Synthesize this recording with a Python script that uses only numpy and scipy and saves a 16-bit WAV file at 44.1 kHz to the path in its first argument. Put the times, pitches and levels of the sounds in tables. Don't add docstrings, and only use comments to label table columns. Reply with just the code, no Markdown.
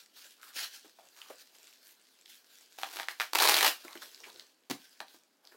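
import sys
import numpy as np
from scipy import signal
from scipy.fft import rfft, irfft
from scipy.io import wavfile
from scipy.ndimage import uniform_filter1d

SR = 44100
rng = np.random.default_rng(int(sys.argv[2]) if len(sys.argv) > 2 else 0)


def inscribe(sig):
    pcm = np.round(np.clip(np.atleast_2d(sig).T, -1, 1) * 32767)
    wavfile.write(sys.argv[1], SR, pcm.astype(np.int16))


N = 245195
TIME_S = np.arange(N) / SR

# [freq_hz, gain_db]
ROOM_TONE_SPECTRUM = [(24, -91.5), (40, -52), (235, -12), (273, -8.5), (484, -12.5), (15500, -32)]
CLOTH_SPECTRUM = [(200, -39), (750, -16.5), (1100, -18.5), (1550, 0.5), (2000, -8.5), (2800, -2.5),
                  (4600, 0.5), (8400, -9.5), (15500, -9.5)]
PADDING_SPECTRUM = [(40, -23.5), (170, -22.5), (340, -2), (850, -0.5), (1600, -7.5), (5000, -29.5)]
FIZZ_SPECTRUM = [(1000, -48), (5000, -5), (9000, -2.5), (12000, 4.5), (15500, -0.5)]
TICK_SPECTRUM = [(200, -50), (2000, 1), (4500, -3.5), (8000, -3), (15500, -15.5)]
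BUMP_SPECTRUM = [(60, -49), (150, -18), (320, -5), (850, -3.5), (1600, -6.5), (5000, -19.5)]
SLAP_SPECTRUM = [(80, -18.5), (160, 2), (700, -0.5), (2500, -6), (4500, -3), (9000, -14), (15500, -14)]
SNAP_SPECTRUM = [(110, -39), (300, -19), (750, 0), (1700, 2.5), (4000, -2), (8000, -17.5), (15500, -27)]
STRAP_SPECTRUM = [(110, -52), (190, -30), (320, -1), (540, -7), (780, 1.5), (1300, 1), (2400, -0.5),
                  (4400, 0), (8600, -8), (12000, -6), (15500, -8.5)]
# [freq_hz, width_hz, lift_db]
STRAP_MODES = [(455, 100, 6), (776, 200, 3), (4200, 520, 3.5)]
# [freq_hz, t60_s]
ROOM_DECAY = [(200, 0.2), (600, 0.19), (4000, 0.23)]
# [time_s, level_db]
ARM_STIRRING = [(0, -55.5), (.09, -70.5), (1.1, -60.5), (2.1, -66), (2.75, -62), (4.5, -65), (4.63, -79),
                (4.85, -65), (5.56, -82)]
# [start_s, length_s, hiss_db, padding_db, fizz_db]
CLOTH_STROKES = [(0.121, .2, -53.5, -68.5, -66), (0.392, 0.1, -54.5, -64, -59.5),
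                 (0.526, 0.12, -37, -50, -66), (0.686, 0.084, -48.5, -93, -73),
                 (1.118, 0.21, -57.5, -63, -74), (1.357, 0.052, -51, -64, -64),
                 (1.495, 0.22, -65, -69, -78), (1.8, 0.11, -59.5, -68, -59), (2.241, 0.13, -58.5, -93, -63),
                 (2.477, 0.11, -59.5, -69, -66), (3.769, 0.383, -55, -61.5, -64),
                 (3.985, 0.047, -47.5, -54, -57), (4.163, 0.25, -58, -60.5, -80),
                 (5.047, 0.12, -58, -68, -78), (5.409, 0.13, -66, -59.5, -73)]
# [start_s, length_s, level_db, pitch_hz]
SKIN_RUBS = [(0.362, 0.2, -63.5, 1300), (0.553, 0.12, -48.5, 1950), (0.993, 0.098, -66.5, 670),
             (1.133, 0.21, -66, 1140), (2.272, 0.075, -60.5, 3240), (3.85, 0.12, -58, 1080),
             (4.014, 0.02, -49, 1420), (4.016, 0.025, -51, 3500), (4.13, 0.35, -67.5, 404),
             (4.231, 0.033, -48.5, 2250), (4.258, 0.06, -60.5, 950)]
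# [start_s, peak_db, ring_hz]
TICK_EVENTS = [(0.4303, -35, 1430), (1.2166, -31, 2970), (2.2588, -38, 3700), (3.849, -36.5, 1360),
               (3.8807, -32.5, 2120), (3.9302, -34, 4070), (3.9542, -33.5, 1640), (3.9742, -35.5, 3040),
               (4.1459, -34.5, 4840), (4.2032, -39, 5470), (4.3005, -38.5, 4020), (4.3598, -39.5, 4100),
               (4.3958, -31, 4170), (5.082, -42, 4000), (5.451, -44, 4960), (5.4727, -38.5, 4300)]
# [start_s, peak_db, pitch_hz]
PADDING_BUMPS = [(0.845, -48, 330), (0.986, -46.5, 750), (1.299, -36.5, 556), (3.847, -40, 337),
                 (3.952, -38, 321), (4.711, -39, 340), (5.003, -36, 774), (5.142, -50, 300),
                 (5.542, -51, 450)]
# [start_s, peak_db]
CUFF_KNOCKS = [(2.7865, -33.5), (2.8335, -24.5), (2.9887, -32), (3.005, -32.5)]
# [start_s, gain_db]
GLOVE_YANKS = [(3.356, -45), (3.555, -41), (3.63, -44.5)]
# [start_s, peak_db, ring_hz]
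PALM_CONTACTS = [(4.699, -25.5, 4260), (4.706, -25, 2050), (4.7112, -20.5, 4400)]
# [pitch_hz, level_db, t60_s]
PADDING_BOOM = [(149, -33, 0.057), (287, -16.5, 0.043), (351, -18.5, 0.041)]
# [start_s, peak_db, ring_hz]
STRAP_SNAPS = [(2.8335, -16.5, 3330), (2.9693, -25.5, 2870), (2.9887, -27, 1100), (2.9982, -18.5, 1670),
               (3.0313, -26, 4300), (3.085, -15, 1980), (3.1995, -13.5, 1400), (3.2071, -13.5, 1450),
               (3.2158, -20.5, 1457), (3.2173, -19, 2130), (5.0034, -22.5, 1280)]
# [start_s, length_s, level_db]
STRAP_TUGS = [(2.775, 0.15, -48.5), (2.925, 0.1, -44.5), (3.08, 0.029, -46), (3.195, 0.016, -35.5)]
# [time_s, level_db]
PEEL_PULL = [(3.345, -43.5), (3.384, -29.5), (3.414, -20.5), (3.44, -26), (3.495, -20.5), (3.525, -26),
             (3.6, -28.5), (3.666, -20), (3.729, -53.5)]
# [start_s, peak_db, flap_hz]
STRAP_CATCHES = [(3.333, -17, 1100), (3.35, -13, 900), (3.3546, -10.5, 2690), (3.386, -11.5, 2980),
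                 (3.4008, -12, 4130), (3.421, -11, 1130), (3.4738, -10.5, 4130), (3.486, -12.5, 760),
                 (3.514, -16.5, 2000), (3.5415, -9.5, 3980), (3.5655, -13, 3440), (3.608, -12, 2010),
                 (3.628, -10.5, 3060), (3.6461, -10.5, 1070), (3.663, -16, 2900), (3.6775, -12.5, 3000)]

ROOM_TONE_DB = -74
ATTACK_S, RELEASE_S, SAG_DB_PER_S = 0.06, 0.021, 14.5
STIR_PADDING_DB = -13
STIR_SWAY_DB, STIR_SWAY_PER_S = 2.2, 16
HISS_TRIM_DB, PADDING_TRIM_DB = -1.6, -5.5
RING_WIDTH = 0.55
CREASES_PER_S, CREASE_DB = 34, 12
CREASE_SCATTER_DB, CREASE_MAX_DB, CREASE_HZ = 2.5, -44, (3000, 8000)
CUFF_HZ, CUFF_T60_S = 790, 0.018
YANK_S = 0.0027
SWELL_S, BOOM_LAG_S = 0.0079, 0.0052
SNAP_DECAY_S, SNAP_RING_DB = 0.0007, 3.5
TUG_ATTACK_S = 0.012
STALL_S, STALL_DB = 0.012, -7
STICK_SLIP_DB, HOOKS_TRIM_DB = 3.2, -4
MODE_WANDER, FLEX_PER_S = 0.09, 25
CATCH_DECAY_S, ROW_DECAY_S = 0.0015, 0.0006
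ROWS_PER_S, ROW_OVER_PEEL_DB, ROW_SCATTER_DB = 190, 14, 3
ROW_JITTER, ROW_FLAP_HZ = 0.45, (600, 5200)
FLAP_WIDTH, FLAP_DB = 0.35, 9
ROOM_SHIFT_HZ, TAIL_DB = 2.5, -6.0
REFLECTION_S, REFLECTION_DB = 0.0075, -24.0
CEILING, BASS_CUT_HZ, EDGE_HZ = 0.45, 90, 16050


def amp(db):
    return 10 ** (np.asarray(db) / 20)


def unit(x):
    return x / np.sqrt(np.mean(x ** 2) + 1e-20)


def read(points, hz):
    table_hz, value = np.transpose(points)
    return np.interp(np.log(hz + 1), np.log(table_hz + 1), value)


def level(rows):
    return amp(np.interp(TIME_S, *np.transpose(rows), left=-140, right=-140))


def add(mix, start_s, sound):
    part = mix[max(round(start_s * SR), 0):][:len(sound)]
    part += sound[:len(part)]


def colour(x, spectrum, modes=(), size=2048):
    hz = np.fft.rfftfreq(size, 1 / SR)
    db = read(spectrum, hz)
    for mode_hz, width_hz, lift_db in modes:
        db = db + lift_db / (1 + (2 * (hz - mode_hz) / width_hz) ** 2)
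    log_gain = np.log(amp(np.r_[db, db[-2:0:-1]]))
    response = np.fft.ifft(np.exp(np.conj(signal.hilbert(log_gain)))).real
    return signal.oaconvolve(x, response)[:len(x)]


def wobble(per_s):
    return unit(np.interp(TIME_S * per_s, np.arange(8000), rng.standard_normal(8000)))


def crackle(per_s, spread_db):
    size = amp(spread_db * np.minimum(rng.exponential(1, N), 4))
    sign = rng.choice([-1, 1], N)
    return size * sign * (rng.random(N) < per_s / SR)


def shifting(x, depth_db):
    bins = signal.stft(x, nperseg=512, noverlap=384)[2]
    patches = uniform_filter1d(rng.standard_normal(bins.shape), size=7, axis=0)
    patches = uniform_filter1d(patches, size=14, axis=1)
    return signal.istft(bins * amp(depth_db * unit(patches)), nperseg=512, noverlap=384)[1][:N]


def strokes(rows, attack_s):
    power = np.zeros(N)
    for start_s, length_s, db in rows:
        t = np.maximum(TIME_S - start_s, 0)
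        rise = np.sin(np.pi / 2 * np.minimum(t / attack_s, 1)) ** 2
        release = np.exp(-np.maximum(t - length_s, 0) / RELEASE_S)
        power += (rise * amp(db - SAG_DB_PER_S * t) * release) ** 2
    return np.sqrt(power)


def burst(decay_s, size=4096):
    u = np.arange(1, size + 1) / SR / decay_s
    bins = rfft(rng.standard_normal(size) * u ** 0.5 * np.exp(-u))
    return irfft(bins / abs(bins) ** 0.5)[:size // 2]


def pop(spectrum, modes, decay_s):
    sound = colour(burst(decay_s), spectrum, modes)
    return 0.5 * sound / np.sqrt(np.sum(sound ** 2) / (decay_s * SR))


def clicks(rows, spectrum, decay_s, ring_db):
    out = np.zeros(N)
    for start_s, peak_db, ring_hz in rows:
        ring = [(ring_hz, RING_WIDTH * ring_hz, ring_db)]
        add(out, start_s, amp(peak_db) * pop(spectrum, ring, decay_s))
    return out


def room_tone():
    return amp(ROOM_TONE_DB) * unit(colour(rng.standard_normal(N), ROOM_TONE_SPECTRUM))


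def handling():
    stir = level(ARM_STIRRING) * amp(STIR_SWAY_DB * wobble(STIR_SWAY_PER_S))
    rows = np.array(CLOTH_STROKES)
    slide, press, fibres = (strokes(rows[:, [0, 1, column]], ATTACK_S) for column in (2, 3, 4))
    return np.hypot(slide, stir), np.hypot(press, amp(STIR_PADDING_DB) * stir), fibres


def rustle(slide, press, fibres):
    hiss = shifting(colour(crackle(per_s=9000, spread_db=1.5), CLOTH_SPECTRUM), depth_db=2.5)
    hollow = shifting(colour(crackle(per_s=2700, spread_db=4), PADDING_SPECTRUM), depth_db=3.5)
    fizz = colour(crackle(per_s=5800, spread_db=6.5), FIZZ_SPECTRUM)
    grip = amp(1.5 * wobble(per_s=90))
    cloth = amp(HISS_TRIM_DB) * unit(hiss * grip) * slide
    padding = amp(PADDING_TRIM_DB) * unit(hollow * grip ** 2) * press
    return cloth + padding + unit(fizz * grip) * fibres


def creases(slide):
    when, size, pitch = rng.random((int(CREASES_PER_S * N / SR), 3)).T
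    start_s = when * N / SR
    slide_db = 20 * np.log10(np.interp(start_s, TIME_S, slide) + 1e-9)
    peak_db = slide_db + CREASE_DB - CREASE_SCATTER_DB * np.log(size)
    ring_hz = np.interp(pitch, [0, 1], CREASE_HZ)
    rows = zip(start_s, np.minimum(peak_db, CREASE_MAX_DB), ring_hz)
    return clicks(rows, TICK_SPECTRUM, decay_s=0.0007, ring_db=10)


def rubs():
    out, slips = np.zeros(N), crackle(per_s=1800, spread_db=4)
    for start_s, length_s, level_db, pitch_hz in SKIN_RUBS:
        part = slips[round(start_s * SR):][:int(length_s * SR)]
        sound = unit(signal.lfilter(*signal.iirpeak(pitch_hz, 3.5, fs=SR), part))
        add(out, start_s, amp(level_db) * sound * signal.windows.tukey(len(sound), 0.6))
    return out


def ticks():
    return clicks(TICK_EVENTS, TICK_SPECTRUM, decay_s=0.00088, ring_db=20.0)


def bumps():
    return clicks(PADDING_BUMPS, BUMP_SPECTRUM, decay_s=0.0076, ring_db=15.0)


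def knocks():
    out, t = np.zeros(N), TIME_S[:SR // 8]
    for start_s, peak_db in CUFF_KNOCKS:
        add(out, start_s, amp(peak_db - 60 * t / CUFF_T60_S) * np.cos(2 * np.pi * CUFF_HZ * t))
    return out


def yanks():
    out, u = np.zeros(N), TIME_S[:SR // 8] / YANK_S
    for start_s, gain_db in GLOVE_YANKS:
        add(out, start_s, amp(gain_db) * u * (2 - u) * np.exp(-u))
    return out


def slap():
    out = clicks(PALM_CONTACTS, SLAP_SPECTRUM, decay_s=0.0019, ring_db=-0.5)
    t = TIME_S[:SR // 4]
    boom = sum(amp(db - 60 * t / t60_s) * np.sin(2 * np.pi * hz * t) for hz, db, t60_s in PADDING_BOOM)
    swell = 1 - np.exp(-(t / SWELL_S) ** 2)
    add(out, PALM_CONTACTS[0][0] + BOOM_LAG_S, boom * swell)
    return out


def snaps():
    return clicks(STRAP_SNAPS, SNAP_SPECTRUM, SNAP_DECAY_S, SNAP_RING_DB)


def peeling():
    caught = sum(np.exp(-((TIME_S - s) / STALL_S) ** 4) * (TIME_S < s) for s, _, _ in STRAP_CATCHES)
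    return level(PEEL_PULL) * amp(STALL_DB * np.minimum(caught, 1))


def rows_of_hooks(peel):
    even_s = np.arange(PEEL_PULL[0][0], PEEL_PULL[-1][0], 1 / ROWS_PER_S)
    shift, size, pitch = rng.uniform(-1, 1, (len(even_s), 3)).T
    start_s = even_s + ROW_JITTER * shift / ROWS_PER_S
    peel_db = 20 * np.log10(np.interp(start_s, TIME_S, peel))
    peak_db = peel_db + ROW_OVER_PEEL_DB + ROW_SCATTER_DB * size
    flap_hz = np.exp(np.interp(pitch, [-1, 1], np.log(ROW_FLAP_HZ)))
    return list(zip(start_s, peak_db, flap_hz))


def rip():
    out, peel = np.zeros(N), peeling()
    hooks = crackle(per_s=3200, spread_db=2.2) * amp(STICK_SLIP_DB * wobble(per_s=450))
    hooks = unit(shifting(colour(hooks, STRAP_SPECTRUM), depth_db=3))
    creak = unit(colour(crackle(per_s=1100, spread_db=2.8), STRAP_SPECTRUM))
    flex = np.exp(MODE_WANDER * wobble(FLEX_PER_S))
    for rows, decay_s in (STRAP_CATCHES, CATCH_DECAY_S), (rows_of_hooks(peel), ROW_DECAY_S):
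        for start_s, peak_db, flap_hz in rows:
            bend = np.interp(start_s, TIME_S, flex)
            modes = [(hz * bend, width_hz, lift_db) for hz, width_hz, lift_db in STRAP_MODES]
            modes.append((flap_hz, FLAP_WIDTH * flap_hz, FLAP_DB))
            add(out, start_s, amp(peak_db) * pop(STRAP_SPECTRUM, modes, decay_s))
    return out + amp(HOOKS_TRIM_DB) * hooks * peel + creak * strokes(STRAP_TUGS, TUG_ATTACK_S)


def tail(size=22050):
    fade_in = np.clip((TIME_S[:size] - 0.005) / 0.003, 0, 1)
    taps = rng.choice([-1., 1.], size) * (rng.random(size) < 5000 / SR) * fade_in
    hz, at_s, bins = signal.stft(taps, SR, nperseg=256)
    decay = amp(-60 * at_s / read(ROOM_DECAY, hz)[:, None])
    response = signal.istft(bins * decay, SR)[1][:size]
    return response / np.linalg.norm(response)


def room(x):
    phase = 2 * np.pi * ROOM_SHIFT_HZ * TIME_S
    wet = sum(signal.fftconvolve(x * share, tail())[:N] for share in (np.cos(phase), np.sin(phase)))
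    out = x + amp(TAIL_DB) * wet
    add(out, REFLECTION_S, amp(REFLECTION_DB) * x)
    return out


def scene():
    tone = room_tone()
    slide, press, fibres = handling()
    cloth = rustle(slide, press, fibres)
    shell = creases(slide) + rubs() + ticks()
    impacts = bumps() + knocks() + yanks() + slap()
    strap = snaps() + rip()
    return (room(cloth + shell + impacts + strap) + tone)[None]


def record(dry):
    rounded = CEILING * np.tanh(dry / CEILING)
    thin = signal.sosfilt(signal.butter(1, BASS_CUT_HZ, "high", fs=SR, output="sos"), rounded)
    band_limit = signal.firwin(511, EDGE_HZ, window=("kaiser", 9), fs=SR)
    return signal.oaconvolve(thin, band_limit[None], "same")


dry = scene()
out = record(dry)
inscribe(out)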